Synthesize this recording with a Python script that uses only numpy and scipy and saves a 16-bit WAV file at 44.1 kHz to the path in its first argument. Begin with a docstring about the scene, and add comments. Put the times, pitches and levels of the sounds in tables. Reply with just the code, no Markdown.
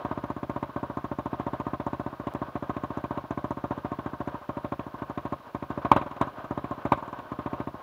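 """Dirt bike idling in the woods

A single-cylinder four-stroke idles unevenly on a wooded slope, tail pipe towards a microphone some metres behind.
Each exhaust stroke plays filtered pulses: thump, bark, boom, gas noise and a valve tick; weak strokes misfire,
a few backfire loudly. Slope and trees add echoes and a short scatter; the ground adds a delayed dull copy.
Gear clatter runs on as flickering noise, one twig snaps, and faint hiss and steady tones lie underneath."""
import sys
import numpy as np
from scipy import signal
from scipy.fft import rfft, irfft
from scipy.io import wavfile
from scipy.ndimage import uniform_filter1d

SR = 44100
rng = np.random.default_rng(int(sys.argv[2]) if len(sys.argv) > 2 else 0)


def attenuation_scalar(level_db):
    """Turn a level in dB into a linear amplitude multiplier (20 dB per decade)."""
    decades = np.asarray(level_db, float) / 20
    return 10 ** decades


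def transcribe(u):
    """Save the signal u as a 16-bit wav file named by the first command-line argument.

    u: samples, shape (n,) or (channels, n), limited to [-1, 1]; the rate is SR.
    q: integer samples, one column per channel.
    """
    v = np.clip(np.atleast_2d(u).T, -1, 1)
    q = np.round(v * 32767).astype(np.int16)
    wavfile.write(sys.argv[1], SR, q)


N = 344862
SIZE = 4096  # samples in one stroke shape
FULL_THUMP_DB = -20.5  # thumps below this are duller and quieten the running gear

# Silencer modes. Each row: nominal frequency in Hz, relative level in dB, t60 in s.
PIPE = [(605, -0.5, 0.092), (729, -7.5, 0.044), (946, -2, 0.054), (1066.6, -1.5, 0.046), (1237, 3.5, 0.04),
        (1511, -1, 0.05)]
# Pipe round trips, bank and trunks. Each row: delay in ms, signed gain of the low swing, of the high swing.
ECHOES = [(3.4, .17, .26), (3.95, -.22, -.22), (5.31, -.27, -.07), (6.26, -.25, -.28), (7.48, -.08, -.34),
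          (8.84, -.22, -.01), (9.93, -.07, .16), (12.65, -.09, -.1), (14.01, .19, 0), (15.31, .07, .26),
          (16.8, .25, .18), (21.84, -.08, -.06), (37.5, .07, .07)]
# Engine state. Each row: time in s, then levels in dB before trims: thump, bark, running gear.
ENGINE = [(0, -21, -23.5, -41), (.6, -20, -22, -46), (1.1, -20.5, -27, -46), (1.9, -20.5, -22, -44.5),
          (2.3, -20, -30, -44), (3.07, -20.5, -22.5, -41.5), (3.5, -20, -23, -44.5), (4.2, -21, -39, -43),
          (5.6, -21, -28, -45), (5.9, -20, -26.5, -40), (6.6, -20.5, -24.5, -42.5), (7.5, -21, -30, -43),
          (7.82, -17, -30, -43.5)]


def ring(x, hz, width_hz, order=1):
    """A resonance with gain 1 at its centre, applied order times."""
    for _ in range(order):
        x = signal.lfilter(*signal.iirpeak(hz, hz / width_hz, SR), x)
    return x


def unit(x):
    """Scale to rms 1."""
    return x / np.sqrt(np.mean(x ** 2))


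def coloured(points):
    """Noise with the spectrum of (Hz, dB) points."""
    hz, db = np.transpose(points)
    f = np.fft.rfftfreq(N, 1 / SR) + 1
    return irfft(rfft(rng.standard_normal(N)) * attenuation_scalar(np.interp(np.log(f), np.log(hz), db)), N)


def walk(rate_hz):
    """Random levels held 1 / rate_hz s and slewed twice."""
    k = int(SR / rate_hz)
    held = np.repeat(rng.standard_normal(N // k + 1), k)
    return 1.05 * uniform_filter1d(uniform_filter1d(held, k), k)[:N]


def late(x, ms):
    """Delay by a fractional time."""
    n = np.arange(len(x))
    return np.interp(n - ms * SR / 1000, n, x, left=0)


def ground(x, gain=.95):
    """Direct path plus the bounce 0.9 ms later off the leaf litter, which swallows the treble."""
    soft = signal.sosfilt(signal.butter(2, 1900, fs=SR, output="sos"), x)
    return x + gain * late(soft, .9)


def play(s, gain, shape):
    """Start the shape at each time with its gain, split between the two nearest samples."""
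    train = np.zeros(N + 1)
    at = np.clip(s * SR, 0, N - 1)
    np.add.at(train, at.astype(int), gain * (1 - at % 1))
    np.add.at(train, at.astype(int) + 1, gain * (at % 1))
    return signal.fftconvolve(train, shape)[:N]


def modes(table, stretch, rise_s):
    """Struck modes that build up over rise_s; hotter gas stretches all pitches."""
    t = np.arange(SIZE) / SR
    rings = np.zeros(SIZE)
    for k, (hz, db, t60_s) in enumerate(table):
        tone = np.sin(2 * np.pi * hz * stretch * t)
        rings += (-1) ** k * attenuation_scalar(db) * tone * 1000. ** (-t / t60_s)
    return rings * (1 - np.exp(-(t / rise_s) ** 2))


def through_pipe(x, share):
    """Part of a noise sings in the silencer modes; rms 1."""
    return unit(x + share * sum(ring(x, hz, 39) for hz, _, _ in PIPE))


def blast(hz, width_hz, order, echo_gains):
    """The pipe mouth draws in first, then swings (peak 1); fixed echoes follow."""
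    direct = ground(ring(-np.eye(1, SIZE)[0], hz, width_hz, order=order))
    direct = direct / np.abs(direct).max()
    return direct + sum(g * late(direct, row[0]) for row, g in zip(ECHOES, echo_gains))


def strokes():
    """Every exhaust stroke: time and levels of thump, bark, scatter, crack and valve tick, all led by the burn."""
    # Strokes that stand out: misfires, weak burns, backfires, changes of pace.
    # Each row: time in s, burn in dB against a plain stroke.
    marked = [(0.0509, 0.7), (0.3669, -3), (0.6947, -11.5), (0.9011, -3.5), (1.3321, 1), (1.4676, 0.9),
              (1.7354, 0.8), (2.1307, -8.5), (2.2006, -3.5), (2.2717, 0.4), (2.3512, -0.2), (2.4859, -10),
              (2.8379, 0), (2.9061, -2.5), (3.1102, 0.0), (3.242, -9), (3.4443, 0.5), (3.5737, -4),
              (3.7788, -3), (3.9902, -1.5), (4.1353, -3.5), (4.2763, 0.6), (4.3452, -3.5), (4.415, -19),
              (4.5719, -1), (4.7229, 0.6), (4.8676, -5.5), (4.9437, -6.5), (5.0999, -2.5), (5.2544, -0.6),
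              (5.3251, 1), (5.4003, -21), (5.472, -23), (5.6268, -2.0), (5.7048, -0.2), (5.8505, 2.5),
              (5.917, 9.5), (5.964, 6.5), (6.015, -4), (6.0634, -7.5), (6.114, -10.5), (6.166, -13.5),
              (6.2135, 6), (6.2734, -7.5), (6.335, -24), (6.3848, -13), (6.4444, -9.5), (6.6442, -1.6),
              (6.7811, -9.5), (6.8544, 3.5), (6.9213, 8), (6.9765, -9), (7.027, -10), (7.0805, -9.5),
              (7.13, -8.5), (7.1905, -9.5), (7.2558, -17), (7.3202, -1.3), (7.6745, -3), (7.745, -10.5)]
    # How a layer follows the burn. Each: plain level in dB, dB per dB of weak burn, of strong burn,
    # lowest and highest dB before racing and scatter, racing lift in dB, own scatter in dB.
    scatter_law = (-30, 0.78, 2.5, -70, -15, 4.5, 0.7)
    crack_law = (-42.5, 2, 2.5, -57.5, -15, 10.5, 3)
    tick_law = (-57.5, 1.7, 1, -67.5, -48, 8, 3)
    idle_stroke_s, racing_s = .07, .061  # spacing of plain strokes; closer than racing_s, the engine races
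    burn_scatter_db, backfire_from_db = 0.92, 3.5
    bark_per_weak_db, bark_per_backfire_db = 1.23, 5.75  # dB per dB of burn
    bark_racing_db, bark_scatter_db = 13.5, 4

    # Plain strokes fill the time between marked ones.
    at, marked_db = np.transpose(marked)
    gaps = np.maximum(1, np.round(np.diff(at) / idle_stroke_s))
    number = np.cumsum([0, *gaps]).astype(int)
    s = np.interp(np.arange(number[-1] + 1), number, at)

    chance = np.clip(rng.standard_normal((len(s), 5)), -2, 2).T
    burn = burn_scatter_db * chance[0]
    burn[number] = marked_db
    weak, strong = np.minimum(burn, 0), np.maximum(burn, 0)
    backfire = np.maximum(burn - backfire_from_db, 0)
    ordinary = backfire == 0  # backfires get no scatter
    racing = (np.diff(s, prepend=-1) < racing_s) & (burn < 0)

    def follow(law, z):
        """Layer level in dB from the burn, racing and chance."""
        plain, per_weak, per_strong, lowest, highest, lift, spread = law
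        level = np.clip(plain + per_weak * weak + per_strong * strong, lowest, highest)
        return level + lift * racing + spread * z * ordinary

    when, thump_db, bark_db, _ = np.transpose(ENGINE)
    thump = np.interp(s, when, thump_db) + burn
    bark = np.interp(s, when, bark_db) + bark_per_weak_db * weak + bark_per_backfire_db * backfire
    bark = bark + bark_racing_db * racing + bark_scatter_db * chance[1] * ordinary
    scatter, crack = follow(scatter_law, chance[2]), follow(crack_law, chance[3])
    return s, thump, bark, scatter, crack, follow(tick_law, chance[4])


def exhaust(s, thump_db, bark_db, scatter_db):
    """Thump and boom keep their shapes; bark and silencer ring shift a little from stroke to stroke."""
    # Low and high swing of the pipe mouth.
    # Each row: centre in Hz, width of one filter pass in Hz, lead in ms, trim in dB.
    mouth = [(287, 1018, 2.33, 3.7), (600, 668, 2.93, 1.3)]
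    # Lowest pipe modes. Each row: nominal frequency in Hz, relative level in dB, t60 in s.
    low_modes = [(71, -23, 0.084), (141.9, -20.5, 0.2), (290, -16, 0.074)]
    dull_per_db = 0.8  # weaker thumps lose their high swing faster
    boom_lead_s, bark_lead_s = .0030, .0020

    chance = rng.standard_normal((len(s), 3)).T
    _, *echo = np.transpose(ECHOES)
    missing_db = np.minimum(thump_db - FULL_THUMP_DB, 0)
    thump = np.zeros(N)
    for k, (hz, width_hz, lead_ms, db) in enumerate(mouth):
        gain = attenuation_scalar(thump_db + db + k * dull_per_db * missing_db)
        thump += play(s - lead_ms / 1000, gain, blast(hz, width_hz, 4 + k, echo[k]))
    boom = play(s - boom_lead_s, attenuation_scalar(thump_db), modes(low_modes, 0.98, 0.028))

    share = np.clip(.5 + 0.18 * chance[0], 0, 1)
    start = s - bark_lead_s + .00006 * chance[1]
    low_shape = blast(963, 530, order=5, echo_gains=0.26 * echo[1])
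    high_shape = blast(1075, 590, order=5, echo_gains=0.42 * echo[1])
    low_bark = play(start, share * attenuation_scalar(bark_db - 5.0), low_shape)
    high_bark = play(start, (1 - share) * attenuation_scalar(bark_db - 4.5), high_shape)

    heat = np.clip(.5 + .3 * chance[2], 0, 1)
    cool = play(start, (1 - heat) * attenuation_scalar(scatter_db), modes(PIPE, 0.92, 0.0034))
    hot = play(start, heat * attenuation_scalar(scatter_db), modes(PIPE, 1.01, 0.0041))

    blow = thump + boom + low_bark + high_bark + attenuation_scalar(-3.0) * (cool + hot)
    # packing in the silencer rounds the front
    return signal.sosfilt(signal.butter(3, 1600, fs=SR, output="sos"), blow)


def gas(s, scatter_db, crack_db):
    """Rushing gas and forest scatter hold a moment after each blast and fade; hard strokes spit a bright crack."""
    # Gas spectrum. Each row: frequency in Hz, relative level in dB.
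    gas_colour = [(60, -40), (200, -23), (420, -12), (520, -6), (620, 0), (800, -4), (1080, 0), (1350, -10),
                  (1520, -8), (1680, -12), (2000, -23), (2900, -27), (3800, -24), (4400, -40), (8000, -52)]
    t = np.arange(SIZE) / SR
    fade = 1 / (1 + (t / 0.019) ** 4) + 0.055 * np.exp(-t / 0.042)
    hold = np.clip(t / 0.0059, 0, 1) * fade
    noise = through_pipe(ground(coloured(gas_colour), .4), 2.0)
    rush = play(s, attenuation_scalar(scatter_db - 7.0), hold) * noise

    decay = np.exp(-t / 0.0033) + 0.13 * np.exp(-t / 0.029)
    spit = play(s, attenuation_scalar(crack_db - 5.0), np.minimum(t / 0.0011, 1) * decay)
    bright = ring(rng.standard_normal(N), 2300, 1080, order=3)
    bright = bright + 0.38 * ring(rng.standard_normal(N), 3470, 700, order=2)
    bright = bright + 0.013 * rng.standard_normal(N)
    return rush + spit * unit(bright)


def shock(s, crack_db):
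    """Hard cracks steepen into a shock: a very short broad burst reaching the top of the treble."""
    t = np.arange(SIZE) / SR
    hard = crack_db > -31
    shape = np.exp(-t / 0.00071) + 0.034 * np.exp(-t / 0.011)
    burst = play(s[hard] + 0.0013, attenuation_scalar(crack_db[hard] - 12), shape)
    return burst * unit(ring(rng.standard_normal(N), 2900, 6000))


def valves(s, tick_db):
    """A short metallic tick as the exhaust valve lifts, and a weaker one an echo later."""
    t = np.arange(SIZE) / SR
    burst = play(s - .0020, attenuation_scalar(tick_db - 7), t / .0011 * np.exp(1 - t / .0011))
    return (burst + .3 * late(burst, 7.3)) * unit(ring(rng.standard_normal(N), 6600, 2600, order=3))


def running_gear(s, thump_db):
    """Gears and cam clatter on, flickering, quieter when the engine coasts; some of it leaves by the pipe."""
    # Clatter spectrum. Each row: frequency in Hz, relative level in dB.
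    clatter_colour = [(40, -26), (65, -17), (130, -16), (200, -20), (270, -13), (400, -14), (620, -8),
                      (800, -14), (1070, -10), (1350, -15), (1550, -14), (1700, -22), (2000, -29),
                      (3200, -31), (4500, -44), (8000, -62)]
    t = np.arange(N) / SR
    when, db = np.transpose(ENGINE)[[0, -1]]
    missing_db = np.minimum(thump_db - FULL_THUMP_DB, 0)
    coast_db = 0.07 * np.interp(t - .02, s, missing_db)
    flicker_db = 3.2 * walk(60) + 1.6 * walk(7.7)
    level = attenuation_scalar(np.interp(t, when, db) - 3.5 + coast_db + flicker_db)
    return level * through_pipe(ground(coloured(clatter_colour), 0.14), 0.7)


def twig():
    """A dry snap close by: one broad click with a little 700 Hz body."""
    # Each row: time in s, level in dB before the shape's own gain.
    snaps = [(2.3383, -35)]
    s, db = np.transpose(snaps)
    t = np.arange(SIZE) / SR
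    click = np.exp(-t / 0.00004) * (1 + .2 * rng.standard_normal(SIZE))
    body = np.sin(2 * np.pi * 700 * t) * np.exp(-t / 0.00098)
    return play(np.round(s * SR) / SR, attenuation_scalar(db), 1.8 * click + 3.2 * body)


def preamp_noise():
    """Preamp hiss that rises again in the high treble, and thin steady tones."""
    # Hiss spectrum. Each row: frequency in Hz, relative level in dB.
    hiss_colour = [(2000, -12), (4000, -16), (6000, -24), (8500, -32), (11000, -28.5), (15600, -21.5),
                   (15850, -43), (17000, -72)]
    # Steady tones. Each row: frequency in Hz, level in dB rms.
    whine = [(10106.4, -98), (10166.4, -89), (10226.4, -89), (10286.4, -97), (12408, -95)]
    hiss_rms_db = -63.5
    t = np.arange(N) / SR
    tones = sum(np.sqrt(2) * attenuation_scalar(db) * np.sin(2 * np.pi * hz * t) for hz, db in whine)
    return attenuation_scalar(hiss_rms_db) * unit(coloured(hiss_colour)) + tones


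def scene():
    """The bike, and a snap in the litter."""
    s, thump_db, bark_db, scatter_db, crack_db, tick_db = strokes()
    pipe = exhaust(s, thump_db, bark_db, scatter_db) + gas(s, scatter_db, crack_db) + shock(s, crack_db)
    return (pipe + valves(s, tick_db) + running_gear(s, thump_db) + twig())[None]


def low_pass(x):
    """Removes everything above the highest recorded frequency."""
    return signal.sosfilt(signal.butter(12, 16990, fs=SR, output="sos"), x)


def record(dry):
    """The microphone cuts the deep bass, adds its own noise and clips at full scale."""
    high_pass = signal.butter(4, 54, "high", fs=SR, output="sos")
    mix = signal.sosfilt(high_pass, dry) + preamp_noise()
    return low_pass(np.clip(mix, -1, 1))


dry = scene()
out = record(dry)
transcribe(out)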